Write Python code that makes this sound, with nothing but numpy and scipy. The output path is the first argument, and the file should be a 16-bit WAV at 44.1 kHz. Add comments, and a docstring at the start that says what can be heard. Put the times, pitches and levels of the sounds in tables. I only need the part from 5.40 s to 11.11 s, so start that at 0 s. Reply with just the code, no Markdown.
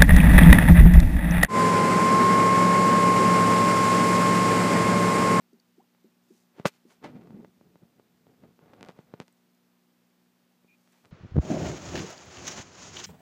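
"""Over mains hum, hiss and the faint fizz and squeak of foam, fermenting beer vents through a hose into
a bucket: soft bloops, about four a second, for a second and a half. Near 1.25 s the hand holding the
camera shifts its grip and the case gives one loud pop. Skin then rubs over the plastic in strokes, a low
rumble with small crackles, until about 3.9 s. After a lull, a thin foam squeak and a last light scuff
and crackle come between 5.2 and 5.8 s."""
import sys
import numpy as np
from scipy import signal
from scipy.fft import rfft, irfft, next_fast_len
from scipy.io import wavfile
from scipy.ndimage import map_coordinates

SR = 44100
rng = np.random.default_rng(int(sys.argv[2]) if len(sys.argv) > 2 else 0)


def file_out(sig):
    """Save sig as 16-bit WAV at sys.argv[1]."""
    # one column per channel
    cols = np.atleast_2d(sig).T
    # limit, then scale
    lim = np.clip(cols, -1, 1)
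    pcm = np.round(lim * 32767).astype(np.int16)
    wavfile.write(sys.argv[1], SR, pcm)


N = 251811


def amp(db):
    """Decibels to gain."""
    return 10 ** (np.asarray(db) / 20)


def unit(x):
    """Scale to rms 1."""
    return x / np.sqrt(np.mean(x ** 2) + 1e-20)


def add(track, s, sound):
    """Mix a sound into the track at time s."""
    part = track[max(round(s * SR), 0):][:len(sound)]
    part += sound[:len(part)]


def wobble(rate):
    """A smooth random curve, rate knots a second."""
    knots = rng.standard_normal(int(N * rate / SR) + 4)
    return map_coordinates(knots, [np.arange(N) * rate / SR])


def coloured(x, points, tilt_db=0):
    """EQ x through (Hz, dB) points, with a tilt per octave; rms 1."""
    size = next_fast_len(len(x) + 4096)
    octave = np.log2(np.fft.rfftfreq(size, 1 / SR) + 1)
    hz, db = np.transpose(points)
    gain = amp(np.interp(octave, np.log2(hz), db) + tilt_db * octave)
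    return unit(irfft(rfft(x, size) * gain, size)[:len(x)])


def crackle(size, rate, spread_db, smooth):
    """Tiny ticks of uneven strength, rate a second, over smooth noise."""
    ticks = (rng.random(size) < rate / SR) * rng.choice([-1, 1], size)
    strength = amp(spread_db * np.clip(rng.standard_normal(size), -2, 2))
    return unit(ticks * strength) + smooth * rng.standard_normal(size)


def push(t, hz):
    """A one-sided pulse of height 1; higher hz is shorter."""
    u = 2 * np.pi * hz * np.maximum(t, 0)
    return u * np.exp(1 - u)


# partials of the mains hum: (frequency [Hz], rms level [dB])
HUM_PARTIALS = [(120, -89.5), (179.7, -74), (240, -73.5), (300, -87), (360, -84.5), (840, -93)]
# tone of the hiss: (frequency [Hz], gain [dB])
HISS_EQ = [(30, -24), (70, -24), (100, -17.5), (140, -3.5), (210, -1.5), (320, -4.5), (500, -6.5),
           (1000, -10.5), (2500, -14.5), (5000, -17.5), (8000, -22), (10500, -24.5), (12500, -21),
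           (14000, -19)]


def room_tone(hiss_db=-71.5):
    """An appliance hums on multiples of the mains frequency over steady hiss."""
    hum, t = np.zeros(N), np.arange(N) / SR
    for hz, db in HUM_PARTIALS:
        peak = np.sqrt(2) * amp(db + 0.3 * wobble(4.3))
        hum += peak * np.sin(2 * np.pi * (hz * t + rng.random()))
    return hum + amp(hiss_db) * coloured(rng.standard_normal(N), HISS_EQ)


# swells of fizz: (peak time [s], level [dB], half length [s])
FIZZ_SWELLS = [(0.963, -73, 0.084), (1.514, -70.5, 0.04), (5.522, -79, 0.18)]
# tone of bursting foam cells: (frequency [Hz], gain [dB])
FIZZ_EQ = [(500, -29.5), (2500, -7), (6500, 1), (10000, -7), (14000, -12)]


def foam_fizz(sparse_db=-91):
    """Tiny cells burst on top of the foam, and many at once when it is pushed along."""
    t = np.arange(N) / SR
    swell = sum(amp(db) * np.exp(-((t - s) / width) ** 2) for s, db, width in FIZZ_SWELLS)
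    sparse = coloured(crackle(N, rate=40, spread_db=2.0, smooth=0), FIZZ_EQ)
    dense = coloured(crackle(N, rate=1500, spread_db=2.5, smooth=0.5), FIZZ_EQ)
    return amp(sparse_db) * sparse + swell * dense


# thin chirps of the foam: (time [s], level [dB], pitch [Hz], length [s], rasp [0-1])
FOAM_SQUEAKS = [(0.131, -66.5, 4750, .005, .7), (0.198, -59.5, 4600, .005, 0.36),
                (3.926, -63.5, 8240, .002, 0.55), (5.273, -63.5, 2440, 0.09, .1),
                (5.522, -66.5, 7860, .005, .5)]


def foam_squeaks():
    """Gas squeezes through a wet film in short, wavering, raspy whistles."""
    out = np.zeros(N)
    for s, db, hz, length, rasp in FOAM_SQUEAKS:
        size = int(length * SR)
        pitch = hz * (1 + 0.037 * wobble(880)[:size])
        whistle = np.sin(2 * np.pi * np.cumsum(pitch) / SR)
        air_eq = [(0.66 * hz, -30), (hz, 0), (1.35 * hz, -5), (3 * hz, -25)]
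        air = coloured(rng.standard_normal(size), air_eq)
        squeak = (1 - rasp / 2) * whistle + rasp * air
        add(out, s, amp(db) * signal.windows.tukey(size) * squeak)
    return out


# bubbles leaving the hose: (peak time [s], level [dB], pitch [Hz], half length [s])
BLOOPS = [(0.1334, -47.5, 330, 0.0025), (.385, -48.5, 353, 0.0033), (.404, -55.5, 780, .0065),
          (.415, -65, 983, .009), (0.647, -47.5, 342, 0.0026), (0.91, -46.5, 352, 0.0045),
          (1.186, -46.5, 333, .003), (1.455, -47.5, 335, 0.0029)]
# resonances of the air in the bucket: (frequency [Hz], relative level [dB], 60 dB decay [s])
BUCKET_MODES = [(222, -8.5, 0.12), (293, -21, .09), (387, -15.5, 0.12), (473, -15, 0.051)]


def bubbles(rise_per_s=10, trailer_s=0.041, trailer_db=-15):
    """Each bubble swells and pinches off in a few cycles; the air in the bucket rings on."""
    out, t = np.zeros(N), np.arange(-SR // 30, SR // 6) / SR
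    for s, db, hz, width in BLOOPS:
        cycles = hz * (t + rise_per_s * t * t / 2)  # the pitch bends up as the neck closes
        bloop = np.exp(-(t / width) ** 2) * np.cos(2 * np.pi * cycles)
        ring_attack = 1 - np.exp(-(np.maximum(t, 0) / (2 * width)) ** 2)
        ring = np.zeros(len(t))
        for mode_hz, mode_db, t60 in BUCKET_MODES:
            decay = amp(mode_db + rng.normal(0, 0.71) - 60 * t / t60)
            ring += decay * np.sin(2 * np.pi * (mode_hz * t + rng.random()))
        add(out, s + t[0], amp(db) * (bloop + 2 * ring_attack * ring))
        add(out, s + trailer_s + t[0], amp(db + trailer_db) * bloop)  # a weaker bubble follows
    return out


# single slips on the case: (time [s], click level [dB], click brightness [Hz], thump level [dB])
FINGER_SLIPS = [(.549, -49, 1310, -70), (1.1982, -49, 1500, -25.5), (1.2545, -11.5, 1310, -21.5),
                (1.256, -7, 2300, -9.5), (1.2613, -7.5, 6970, -21.5), (1.8125, -44, 1500, -54),
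                (1.8734, -39.5, 800, -54), (1.9063, -37.5, 353, -43), (2.0475, -32, 450, -43.5),
                (2.2119, -50, 400, -42.5), (2.357, -49, 673, -41), (2.5975, -41.5, 378.4, -46),
                (2.8685, -44.5, 398, -46), (3.0374, -46, 129.3, -39.5), (3.1916, -42, 910, -53),
                (3.4098, -33.5, 3460, -37), (3.4292, -24, 4950, -35), (3.4402, -36, 520, -42),
                (3.4869, -29.5, 4240, -39), (3.4923, -28.5, 506, -37), (3.5902, -59, 287, -33),
                (3.739, -25, 190, -29.5), (3.8013, -22.5, 4200, -25.5), (3.881, -33.5, 11950, -82.5),
                (5.246, -74, 368, -49), (5.4758, -45.5, 3780, -80)]
# tone of skin sliding on plastic: (frequency [Hz], gain [dB])
SKIN_EQ = [(25, -65), (60, -28.5), (150, -1), (600, -1.5), (2000, -9.5), (4000, -14.5), (7000, -22),
           (10000, -30.5), (15000, -35)]


def finger_slips(thump_hz=315.0, creep_db=-27, creep_t60=0.038, low_cut_hz=120.85, high_cut_hz=7600):
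    """Strain lets go with a click; the case springs back with a thump and the skin creeps on briefly."""
    out, t = np.zeros(N), np.arange(-SR // 100, SR // 20) / SR
    for s, click_db, hz, thump_db in [*FINGER_SLIPS, *judders(), *snags()]:
        click = np.exp(-2 * np.pi * hz * np.abs(t))
        tail = (t > 0) * amp(creep_db - 60 * np.abs(t) / creep_t60)
        creep = tail * coloured(rng.standard_normal(len(t)), SKIN_EQ)
        thump = amp(thump_db) * push(t, thump_hz)
        add(out, s + t[0], thump - amp(click_db) * (click + creep))
    # the plastic passes little high treble
    out = signal.sosfilt(signal.butter(2, high_cut_hz, fs=SR, output='sos'), out)
    # the microphone's bass cut turns each push into a short swing
    return signal.sosfilt(signal.butter(4, low_cut_hz, 'high', fs=SR, output='sos'), out)


# resonances of the case and its hollow: (frequency [Hz], bandwidth [Hz], level over direct sound [dB])
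CASE_MODES = [(175, 60, -11), (423, 45, -4), (573.4, 60, -9.5), (893, 49, -2), (1192, 50, -9.5),
              (1453, 45, -4), (2016, 45, -3.5), (2390, 40, -3), (2610, 35, -4)]


def case_ring(handling, trim_db=-1.5):
    """Everything the hand does reaches the microphone through the case, which rings briefly."""
    ring = sum(amp(db) * signal.lfilter(*signal.iirpeak(hz, hz / width, SR), handling)
               for hz, width, db in CASE_MODES)
    return amp(trim_db) * (handling + ring)


# skin scuffing the case: (peak time [s], level [dB], rise [s], fall [s], tilt [dB/octave])
SKIN_SCUFFS = [(1.196, -54.5, .13, 0.12, -1), (1.268, -29.5, .019, 0.037, 4), (1.281, -38, .03, .02, 3),
               (1.34, -66.5, 0.18, .21, 4), (1.508, -59.5, 0.064, 0.15, 1), (1.645, -36.5, 0.038, 0.12, -3),
               (3.497, -54, 0.045, 0.04, 0), (3.59, -56, 0.092, 0.11, -2), (5.54, -68, .2, 0.47, 2),
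               (5.66, -60.5, 0.092, 0.12, -5.5)]


def scuffs(fade_db=39.4):
    """Short slides of skin: a swell of dense catches that dies away."""
    out, t = np.zeros(N), np.arange(-SR // 4, SR // 4) / SR
    for s, db, rise, fall, tilt_db in SKIN_SCUFFS:
        catches = crackle(len(t), rate=2500, spread_db=3.5, smooth=0.27)
        envelope = amp(db - fade_db * np.maximum(-t / rise, t / fall))
        add(out, s + t[0], envelope * coloured(catches, SKIN_EQ, tilt_db))
    return out


# quick runs of slips, the loudest being part of the pop: (peak time [s], click level [dB],
# click brightness [Hz], thump level [dB], gap between slips [s], rise [s], fall [s])
JUDDER_RUNS = [(1.1968, -44, 1400, -43, .005, 0.062, 0.011), (1.2561, -14, 1150, -23.5, .00168, .01, 0.031),
               (3.335, -41.5, 1200, -42, .0035, .014, 0.012), (3.449, -34.5, 3470, -52, .012, 0.018, 0.052),
               (3.5041, -34.5, 1200, -45, 0.0076, .01, .025),
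               (3.8133, -35.5, 2000, -41.5, 0.0037, 0.021, 0.033),
               (5.6559, -37, 3830, -63, .006, 0.019, 0.0077)]


def judders(per_side=10, slowing=0.06, fade_db=18.5, scatter_db=2.0, brighten_octaves=3.4):
    """Cues for finger_slips: skin sticks and slips in a run, tightest and hardest at the peak."""
    cues, k = [], np.arange(-per_side, per_side + 1)
    for s, click_db, hz, thump_db, gap, rise, fall in JUDDER_RUNS:
        t = gap * k * (1 + slowing * np.abs(k))
        progress = np.where(t < 0, t / rise, t / fall)  # -1 at the start, 0 at the peak, 1 at the end
        shape_db = -fade_db * np.abs(progress) + scatter_db * rng.standard_normal(len(k))
        brightness = hz * 2 ** (brighten_octaves * progress)  # brighter as the skin speeds up
        thumps_db = thump_db + 1.8 * shape_db  # thumps fade faster than clicks
        run = np.column_stack([s + t, click_db + shape_db, brightness, thumps_db])
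        cues.extend(run[np.abs(progress) < 1])
    return cues


# strokes of the grip: (start [s], end [s], rumble level [dB], grit level [dB], swell start to end [dB])
GRIP_STROKES = [(1.66, 1.843, -49.5, -62.5, 2), (1.92, 2.035, -48, -67, -5.5),
                (2.237, 2.343, -60, -76.5, 2), (2.428, 2.437, -59, -73.5, -0.5),
                (2.555, 2.592, -66.5, -76, -1.5), (2.889, 2.922, -61, -69.5, 0.5),
                (3.023, 3.083, -57, -67, -2.5), (3.22, 3.427, -59.5, -64, 7),
                (3.466, 3.548, -64, -63, -5.5), (3.705, 3.805, -66.5, -66, -2)]
# low body of the rub: (frequency [Hz], gain [dB])
RUMBLE_EQ = [(25, -59), (55, -16.5), (85, -8.5), (140, 0), (220, 2), (380, -6.5), (620, -19), (900, -24.5),
             (1500, -67)]
# grainy top of the rub: (frequency [Hz], gain [dB])
GRIT_EQ = [(260, -20), (450, -2.5), (647, -7.5), (725, -1.5), (874, -16), (1070, -11), (4690, -30.5),
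           (9000, -57), (11700, -76), (19800, -120)]


def rubbing(attack_s=0.067, release_s=0.075, fade_db=18, resting_db=-70.5):
    """The grip creeps over the case in strokes: a lumpy rumble with finer grit on top."""
    t = np.arange(N) / SR
    gripping = (t > GRIP_STROKES[0][0]) & (t < GRIP_STROKES[-1][1])
    rumble_db = np.where(gripping, resting_db, -np.inf)
    grit_db = np.full(N, -np.inf)
    for start, end, low_db, high_db, swell_db in GRIP_STROKES:
        outside = np.maximum(0, np.maximum((start - t) / attack_s, (t - end) / release_s))
        shape_db = np.interp(t, [start, end], [-swell_db / 2, swell_db / 2]) - fade_db * outside
        rumble_db = np.maximum(rumble_db, low_db + shape_db)
        grit_db = np.maximum(grit_db, high_db + shape_db)
    pressure_db = 2.34 * wobble(45)
    rumble = coloured(crackle(N, rate=450, spread_db=3.0, smooth=0.54), RUMBLE_EQ)
    grit = coloured(crackle(N, rate=1200, spread_db=4.5, smooth=0.66), GRIT_EQ)
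    return amp(rumble_db + pressure_db) * rumble + amp(grit_db + pressure_db) * grit


def snags(per_s=14, max_count=12, over_grit_db=14, scatter_db=2.5, brightness_hz=1118, thump_db=-7):
    """Cues for finger_slips: skin catches at random in each stroke, harder where it is grittier."""
    cues = []
    for start, end, _, grit_db, _ in GRIP_STROKES:
        times = start + np.cumsum(rng.exponential(1 / per_s, max_count))
        levels = grit_db + over_grit_db + scatter_db * rng.standard_normal(max_count)
        cues += [(s, db, brightness_hz, db + thump_db) for s, db in zip(times, levels) if s < end]
    return cues


def scene():
    """Room, bucket and handling noise, mixed in mono."""
    room_and_bucket = room_tone() + bubbles() + foam_fizz() + foam_squeaks()
    handling = scuffs() + rubbing() + finger_slips()
    return (room_and_bucket + case_ring(handling))[None]


def record(dry, top_hz=15350):
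    """The camera's band limit: a brick-wall high cut."""
    size = next_fast_len(N + SR // 4)
    passband = np.fft.rfftfreq(size, 1 / SR) < top_hz
    return irfft(rfft(dry, size) * passband, size)[:, :N]


dry = scene()
out = record(dry)
file_out(out)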